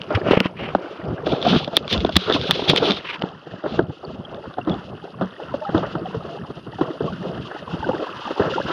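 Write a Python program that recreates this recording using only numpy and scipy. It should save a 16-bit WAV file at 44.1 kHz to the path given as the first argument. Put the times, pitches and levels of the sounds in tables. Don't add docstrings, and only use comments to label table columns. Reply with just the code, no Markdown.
import sys
import numpy as np
from scipy import signal
from scipy.fft import rfft, irfft, next_fast_len
from scipy.io import wavfile
from scipy.ndimage import uniform_filter1d, map_coordinates

SR = 44100
rng = np.random.default_rng(int(sys.argv[2]) if len(sys.argv) > 2 else 0)


def output_pcm(signal):
    pcm = np.clip(np.atleast_2d(signal).T, -1, 1) * 32767
    wavfile.write(sys.argv[1], SR, np.round(pcm).astype(np.int16))


N = 384552

# t/s, f/Hz
GRIP = [(0, 2900), (1, 2560), (1.2, 3477), (2.98, 3498), (3.03, 2950), (3.2, 2960), (3.4, 3570),
        (8.72, 3390)]


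def amp(db):
    return 10 ** (np.asarray(db) / 20)


def unit(x):
    return x / np.sqrt(np.mean(x ** 2) + 1e-20)


def curves(rows):
    times, *columns = np.transpose(rows)
    return [np.interp(np.arange(N) / SR, times, column, -120, -120) for column in columns]


def summed(db):
    gain = np.sqrt(np.sum(amp(db) ** 2, axis=0))
    return np.interp(np.arange(N) / SR, np.arange(len(gain)) / 1000, gain)


def wobble(rate):
    return map_coordinates(rng.standard_normal(int(N * rate / SR) + 4), [np.arange(N) * rate / SR])


def filtered(x, response):
    size = next_fast_len(N + SR // 2)
    return irfft(rfft(x, size) * response(np.fft.rfftfreq(size, 1 / SR)), size)[:N]


def coloured(x, spectrum):
    f, db = np.transpose(spectrum)
    return filtered(x, lambda hz: amp(np.interp(np.log(hz + 1), np.log(f + 1), db, -120, -120)))


def lumpy(spectrum, rate, depth_db, fast_db):
    heave = amp(depth_db * wobble(rate) + fast_db * wobble(4 * rate))
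    return unit(coloured(heave * rng.standard_normal(N), spectrum))


def bubbles(count, hz, spread, cycles, size_db, samples):
    when, rank = rng.uniform(size=(2, count, 1))
    pitch = hz * np.exp(spread * rng.uniform(-1.51, 1.577, (count, 1)))
    k = np.arange(samples)
    turns = pitch * k / SR
    life = turns / cycles
    shape = (1 - np.exp(-turns)) ** 2 * (1 - k / samples) ** 2 * np.exp(-3 * life)
    gain = amp(-size_db * np.log(rank + 0.05)) * (hz / pitch) ** 0.7
    rings = gain * shape * np.sin(2 * np.pi * turns * (1 + 0.086 * life))
    return unit(np.bincount(((when * N).astype(int) + k).ravel(), rings.ravel(), N)[:N])


def gurgle(count, decay_s):
    when, rank = rng.uniform(size=(2, count))
    kicks = np.bincount((when * N).astype(int), -np.log(rank + 0.12), N)
    softened = uniform_filter1d(kicks, size=128)
    return unit(0.5 + signal.lfilter([1], [1, -np.exp(-1 / (decay_s * SR))], softened))


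def surges():
    # start/s, hold/s, slosh/dB, rumble over slosh/dB
    pushes = [(0.108, 0.077, -26, -14), (0.26, 0.092, -20.5, -3.5), (0.597, 0.27, -32, -10),
              (1.083, 0.52, -38.5, 15), (1.263, 0.062, -21.5, -2), (1.466, 0.083, -19.5, 3.5),
              (1.934, 0.093, -24.5, -1.5), (2.287, 0.015, -20, -20), (2.683, 0.034, -20.5, 1),
              (2.782, 0.086, -24.5, -3), (3.213, 0.06, -34.5, -20), (3.472, 0.097, -37, -2.5),
              (3.658, 0.13, -26.5, -2), (4.013, 0.13, -37, -4.5), (4.257, 0.19, -36, -1),
              (4.687, 0.06, -29.5, -4), (4.896, 0.047, -41.5, 9), (5.144, 0.021, -46.5, 18),
              (5.404, 0.016, -30.5, -25), (5.425, 0.08, -42, 10), (5.744, 0.13, -27.5, 6.5),
              (5.953, 0.096, -31.5, 9.5), (6.128, 0.097, -32, -4), (6.263, 0.26, -37.5, 2),
              (6.67, 0.027, -42, -1), (6.821, 0.06, -25.5, 0.5), (7.022, 0.076, -30.5, 2.5),
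              (7.22, 0.17, -30, 3.5), (7.724, 0.09, -47, 14.5), (7.876, 0.069, -27.5, -22),
              (8.378, 0.12, -25, -8), (8.68, .05, -24.5, -34)]
    # t/s, body/dB, treble/dB
    flow = [(0, -36, -47.5), (.55, -41, -56.5), (1.1, -34, -50), (1.8, -39.5, -44.5), (2.5, -28, -43),
            (3.0, -40.5, -46), (3.4, -46, -52), (4.3, -42.5, -55.5), (5.6, -41.5, -46.5), (6.7, -49, -50.5),
            (7.5, -40.5, -47), (8.1, -37.5, -42), (8.72, -36.5, -36)]
    attack_db_per_s, release_db_per_s = 597, 162.5
    start, hold, db, deep_db = np.transpose(pushes)[..., None]
    t = np.arange(N * 1000 // SR + 2) / 1000 - start
    slosh_db = db + np.minimum(0, np.minimum(attack_db_per_s * t, release_db_per_s * (hold - t)))
    rush_db = slosh_db - 12 - 0.27 * deep_db
    body_db, treble_db = curves(flow)
    pushed = [slosh_db + deep_db, slosh_db, rush_db, slosh_db - 20]
    steady = [body_db, body_db, treble_db + 5.5, treble_db]
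    return [np.hypot(summed(up_db), amp(calm_db)) for up_db, calm_db in zip(pushed, steady)]


def water():
    # f/Hz, level/dB
    rumble_band = [(20, -48), (40, -22), (70, -6), (170, 2), (260, -5.5), (400, -10.5), (700, -57.5)]
    slosh_band = [(150, -41), (260, -8), (400, -3.5), (650, -5), (950, -19.5), (1400, -18.5)]
    rush_band = [(600, -25.5), (950, -6), (1350, -1.5), (1950, -14.5), (2400, -10.5), (3000, -49)]
    fizz_band = [(1350, -40), (2300, -3), (2900, 1.5), (3500, -5.5), (4100, -11.5), (4750, -11.5),
                 (5800, -20.5), (7120, -29), (7900, -43.5)]
    sparkle_band = [(1900, -30.5), (2500, -0.5), (3100, 1.5), (4000, -8.5), (4700, -4), (6500, -16.5)]
    rumble = lumpy(rumble_band, rate=10, depth_db=6, fast_db=6)
    rumble += 0.27 * bubbles(count=150, hz=166, spread=0.1, cycles=10, size_db=-6.5, samples=2048)
    slosh = 1.58 * lumpy(slosh_band, rate=13, depth_db=2.5, fast_db=4)
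    slosh += 0.83 * bubbles(count=260, hz=489, spread=0.32, cycles=14.3, size_db=1, samples=1536)
    rush = lumpy(rush_band, rate=14, depth_db=3, fast_db=1.25)
    rush += 0.92 * bubbles(count=380, hz=1140, spread=0.3, cycles=21, size_db=3.5, samples=1024)
    fizz = lumpy(fizz_band, rate=17, depth_db=3, fast_db=2.45)
    sparkle = bubbles(count=2500, hz=3670, spread=0.3, cycles=11, size_db=6, samples=256)
    fizz += 0.56 * unit(coloured(sparkle, sparkle_band))
    bursts = gurgle(count=130, decay_s=0.01)
    layers = [unit(rumble), bursts * unit(slosh), unit(bursts ** 0.65 * rush), unit(fizz)]
    return sum(gain * layer for gain, layer in zip(surges(), layers))


def sheen():
    # f/Hz, level/dB
    band = [(7900, -22.5), (8600, -2.5), (9900, -2), (12500, -14.5), (15200, -27)]
    # t/s, level/dB
    level = [(0, -78.5), (3.6, -87), (4.6, -80), (7.5, -75.5), (8.72, -72.5)]
    return amp(curves(level)[0]) * unit(coloured(rng.standard_normal(N), band))


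def taps():
    # peak time/s, level/dB
    contacts = [(0.017, -20), (0.035, -32), (0.152, -14), (0.312, -29), (0.4034, -5.5), (0.46, -19),
                (1.293, -25), (1.417, -23), (1.427, -14), (1.646, -20), (1.678, -22), (1.768, 2),
                (1.7727, -6), (1.879, -17), (1.928, -8), (1.942, -13), (1.978, -19), (2.005, -20),
                (2.049, -16), (2.094, -22.5), (2.131, -28), (2.157, -9), (2.167, 2), (2.2992, -15.5),
                (2.309, -18), (2.325, -10), (2.414, -16.5), (2.51, -2), (2.5158, -9.5), (2.6982, -9),
                (2.762, -6), (2.908, -8.5), (2.919, -10), (3.194, -34), (3.216, -29), (3.222, -15.5),
                (3.289, -34.5), (4.346, -35.5), (4.54, -37), (4.65, -39), (4.6966, -23), (4.742, -30),
                (5.7794, -21.5)]
    crack_above_db = -8.5
    out, t = np.zeros(N + SR), np.arange(-64, 1024) / SR
    wall = signal.butter(6, [600, 4700], "band", fs=SR, output="sos")
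    for (s, db), noise in zip(contacts, rng.standard_normal((len(contacts), len(t)))):
        shape = amp(db - 13.6 * np.where(t < 0, (t / 0.00045) ** 2, t / 0.0017))
        ring = shape * np.sin(2 * np.pi * np.interp(s, *np.transpose(GRIP)) * t)
        knock = signal.sosfilt(wall, 1.23 * ring + 1.18 * shape * noise)
        crack = 0.126 * (db > crack_above_db) * shape ** 2 * noise
        out[round(s * SR):][:len(t)] += knock + crack
    return out[64:][:N]


def bending(hz):
    return np.exp(-2j * np.pi * (0.00797 * 330 * np.log(1 + hz / 330) - 0.002003 * hz))


def bumps():
    # peak time/s, level/dB, f/Hz, time to fall 8 dB/ms
    blows = [(0.1077, -12.5, 605, 10), (0.174, -12.5, 523, 5.4), (.265, -15, 392, 3.6),
             (0.287, -3.5, 524, 1), (0.3116, 0, 390, 1.5), (0.3383, -7, 423, 4.8), (0.3752, -2, 197, 1.1),
             (0.4076, -9, 214, 3.9), (0.459, -7, 235, 1.7), (0.7519, -1.5, 587, 2.4),
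             (1.109, -22.5, 248, 12), (1.27, -9.5, 483, 4.8), (1.336, -9.5, 223, 1.8),
             (1.4802, -13, 221, 15), (1.5053, -20, 165, 18), (1.5302, -9, 240, 21),
             (1.5617, -3.5, 356, 1.8), (1.678, -15, 580, 7), (1.7326, -17.5, 663, 12),
             (1.7724, -12, 1180, 2), (1.963, -21, 215, 25), (2.05, -4.5, 650, 1.9), (2.0938, -11, 640, 3.8),
             (2.1675, -3, 191.7, 2.56), (2.3005, -5.5, 447, 0.68), (2.3501, -12, 283, 11),
             (2.4965, -14, 170, 11), (2.623, -14.5, 264, 4.7), (2.7, -8.5, 154, 5.6),
             (2.7353, -6, 370, 1.2), (2.825, -16, 417, 11), (2.875, -13, 407, 24), (2.9025, -12.5, 204, 14),
             (3.2213, -14.5, 680, 1.2), (3.239, -15, 166, 4), (3.538, -26, 622, 4.9),
             (3.6407, -17, 603, 6.4), (3.7937, -2.5, 340, 2.9), (4.5847, -13, 718, 6.8),
             (4.676, -14, 311, 13.4), (5.0427, -25, 380, 3.7), (5.2135, -9.5, 655, 4.4),
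             (5.224, -14, 189, 13.4), (5.5427, -14, 568, 7.2), (5.695, -15, 210, 5.1),
             (5.749, -6.5, 320, 9.7), (5.775, -15.5, 179, 13), (5.954, -12, 325, 6.7),
             (6.1475, -18.5, 450, 14), (6.504, -20.5, 370, 5.2), (6.669, -27, 311, 12),
             (6.7884, -19.5, 757, 10), (6.8143, -4.5, 338, 6), (7.008, -14.5, 422, 8), (7.74, -19, 157, 11),
             (7.8926, -9, 512, 7), (8.3996, -5.5, 409, 9.9), (8.602, -13, 553, 5.3)]
    # f/Hz, level/dB
    thud_band = [(30, -31), (80, -14.5), (300, 4.5), (700, -5.5), (1400, -7.5), (2300, -35.5), (3200, -25),
                 (6000, -50), (8000, -90)]
    # f/Hz, width/Hz, level/dB
    modes = [(183.6, 14, -2), (314, 11, -17)]
    sharp, settle_cycles = 0.051, 0.62
    tones, envelope = np.zeros((2, N + SR))
    lead = 2048
    t = np.arange(-lead, 6144) / SR
    for (s, db, hz, fall_ms), push in zip(blows, rng.choice([-1, 1], len(blows))):
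        rise_ms = 0.7 + 420 / hz + 0.1 * fall_ms
        shape = amp(db - 8 * np.where(t < 0, (1000 * t / rise_ms) ** 2, 1000 * t / max(fall_ms, 1)))
        cycles = hz * t
        settling = settle_cycles * (1 - np.exp(-np.abs(cycles) / settle_cycles))
        sag = sharp * np.where(t < 0, cycles, settling)
        start = round(s * SR)
        tones[start:][:len(t)] += push * shape * np.cos(2 * np.pi * (cycles + sag))
        envelope[start:][:len(t)] += shape
    thud = envelope[lead:][:N] * unit(coloured(rng.standard_normal(N), thud_band))
    drive = 0.76 * tones[lead:][:N] + 0.5 * filtered(thud, bending)
    return filtered(drive, lambda f: 1 + sum(
        amp(db) * 1j * f * width / (hz ** 2 - f ** 2 + 1j * f * width) for hz, width, db in modes))


def rubbing():
    # f/Hz, level/dB
    palm_band = [(900, -0.5), (1600, -3), (2940, 2), (3460, -12), (5560, -27), (7240, -50.5), (10000, -43),
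                 (15000, -64.5)]
    finger_band = [(1120, -21), (1900, -15.5), (2950, -5), (3480, -1), (4200, -8.5), (5700, -23),
                   (6480, -32), (8050, -60.5), (9820, -39.5), (13800, -75), (15000, -83.5)]
    # middle/s, length/s, level/dB
    strokes = [(0.157, 0.026, -14.5), (0.323, 0.15, -18.5), (0.439, 0.1, -33), (0.636, 0.14, -27.5),
               (0.72, 0.78, -53), (1.268, 0.026, -30), (1.325, 0.14, -34), (1.515, 0.22, -22.5),
               (1.637, 0.074, -36), (1.763, 0.058, -32), (1.917, 0.067, -18.5), (2.011, 0.035, -32.5),
               (2.067, 0.012, -31), (2.126, 0.015, -33.5), (2.167, 0.016, -12.5), (2.263, 0.37, -32.5),
               (2.343, 0.063, -22), (2.55, 0.69, -29.5), (2.699, 0.05, -18), (2.777, 0.024, -21.5),
               (2.878, 0.27, -26), (3.08, 0.12, -32), (3.103, 0.022, -28), (3.143, 0.041, -30),
               (3.715, 0.15, -40.5)]
    edge_db, squareness, skew = 20, 2.2, 1.106
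    palm_hz, finger_hz = GRIP[0][1], GRIP[2][1]
    finger_share = np.clip((curves(GRIP)[0] - palm_hz) / (finger_hz - palm_hz), 0, 1)
    palm = lumpy(palm_band, rate=31, depth_db=2.9, fast_db=4.5)
    fingers = lumpy(finger_band, rate=40, depth_db=2, fast_db=2)
    middle, length, db = np.transpose(strokes)[..., None]
    t = np.arange(N * 1000 // SR + 2) / 1000 - middle
    off_centre = np.abs(2 * t / length * np.where(t < 0, skew, 1 / skew))
    gain = summed(db - edge_db * off_centre ** squareness)
    return gain * (np.sqrt(1 - finger_share) * palm + np.sqrt(finger_share) * fingers)


def tone_bursts(rows, skew, rough):
    out, t = np.zeros(N + SR), np.arange(-4096, 6144) / SR
    jitter_ms = np.pad(rough * wobble(200), 6144, "reflect")
    for (s, db, hz, ms), phase in zip(rows, rng.uniform(size=len(rows))):
        start = round(s * SR)
        width_ms = ms * np.where(t < 0, 1 / skew, skew)
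        shape = amp(db - 24 * (1000 * t / width_ms) ** 2)
        shake = hz / 1000 * jitter_ms[start:][:len(t)]
        out[start:][:len(t)] += shape * np.sin(2 * np.pi * (hz * t + phase + shake))
    return out[4096:][:N]


def shoves():
    # peak time/s, level/dB, f/Hz
    lurches = [(0.16, -11, 100), (1.992, -18, 73.4), (2.041, -28, 67), (2.166, -15.5, 81),
               (5.756, -16, 102), (8.411, -24, 91.8)]
    return tone_bursts([(s, db, hz, 1800 / hz) for s, db, hz in lurches], skew=1.06, rough=0)


def plops():
    # peak time/s, level/dB, f/Hz, length/ms
    glugs = [(4.051, -34, 4500, 2.8), (4.252, -31, 3180, 5), (4.615, -33, 2740, 5.5),
             (4.717, -31, 3330, 12), (5.652, -23, 1270, 5.2), (5.621, -24, 614, 20), (5.625, -29, 880, 20),
             (5.667, -23.5, 808, 26), (6.059, -21, 736, 9), (6.298, -33, 680, 49), (6.891, -32, 417, 9.5),
             (7.082, -23.5, 1120, 9.2), (7.237, -26.5, 403, 6.6), (7.831, -19.5, 880, 8.7),
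             (7.845, -21, 1535, 6.7), (8.259, -25.5, 1187, 17), (8.278, -18.5, 824, 3.7),
             (8.528, -21, 530, 10), (8.541, -24.5, 1384, 19)]
    return tone_bursts(glugs, skew=1.7, rough=0.07)


def through_shell(x):
    dip_hz, width_hz, dip_db = 2325, 203, -14.5
    free = np.interp(np.arange(N) / SR, [0.57, 2], [0.3, 1])
    dipped = filtered(x, lambda hz: amp(dip_db * np.exp(-((hz - dip_hz) / width_hz) ** 2)))
    return x + free * (dipped - x)


def scene():
    return (through_shell(water() + bumps()) + sheen() + plops() + rubbing() + shoves() + taps())[None]


def record(dry):
    top_hz = 16300
    clipped = dry[0] / (1 + np.abs(dry[0]) ** 12) ** (1 / 12)
    return filtered(clipped, lambda hz: np.clip((top_hz - hz) / 500, 0, 1) ** 2)[None]


dry = scene()
out = record(dry)
output_pcm(out)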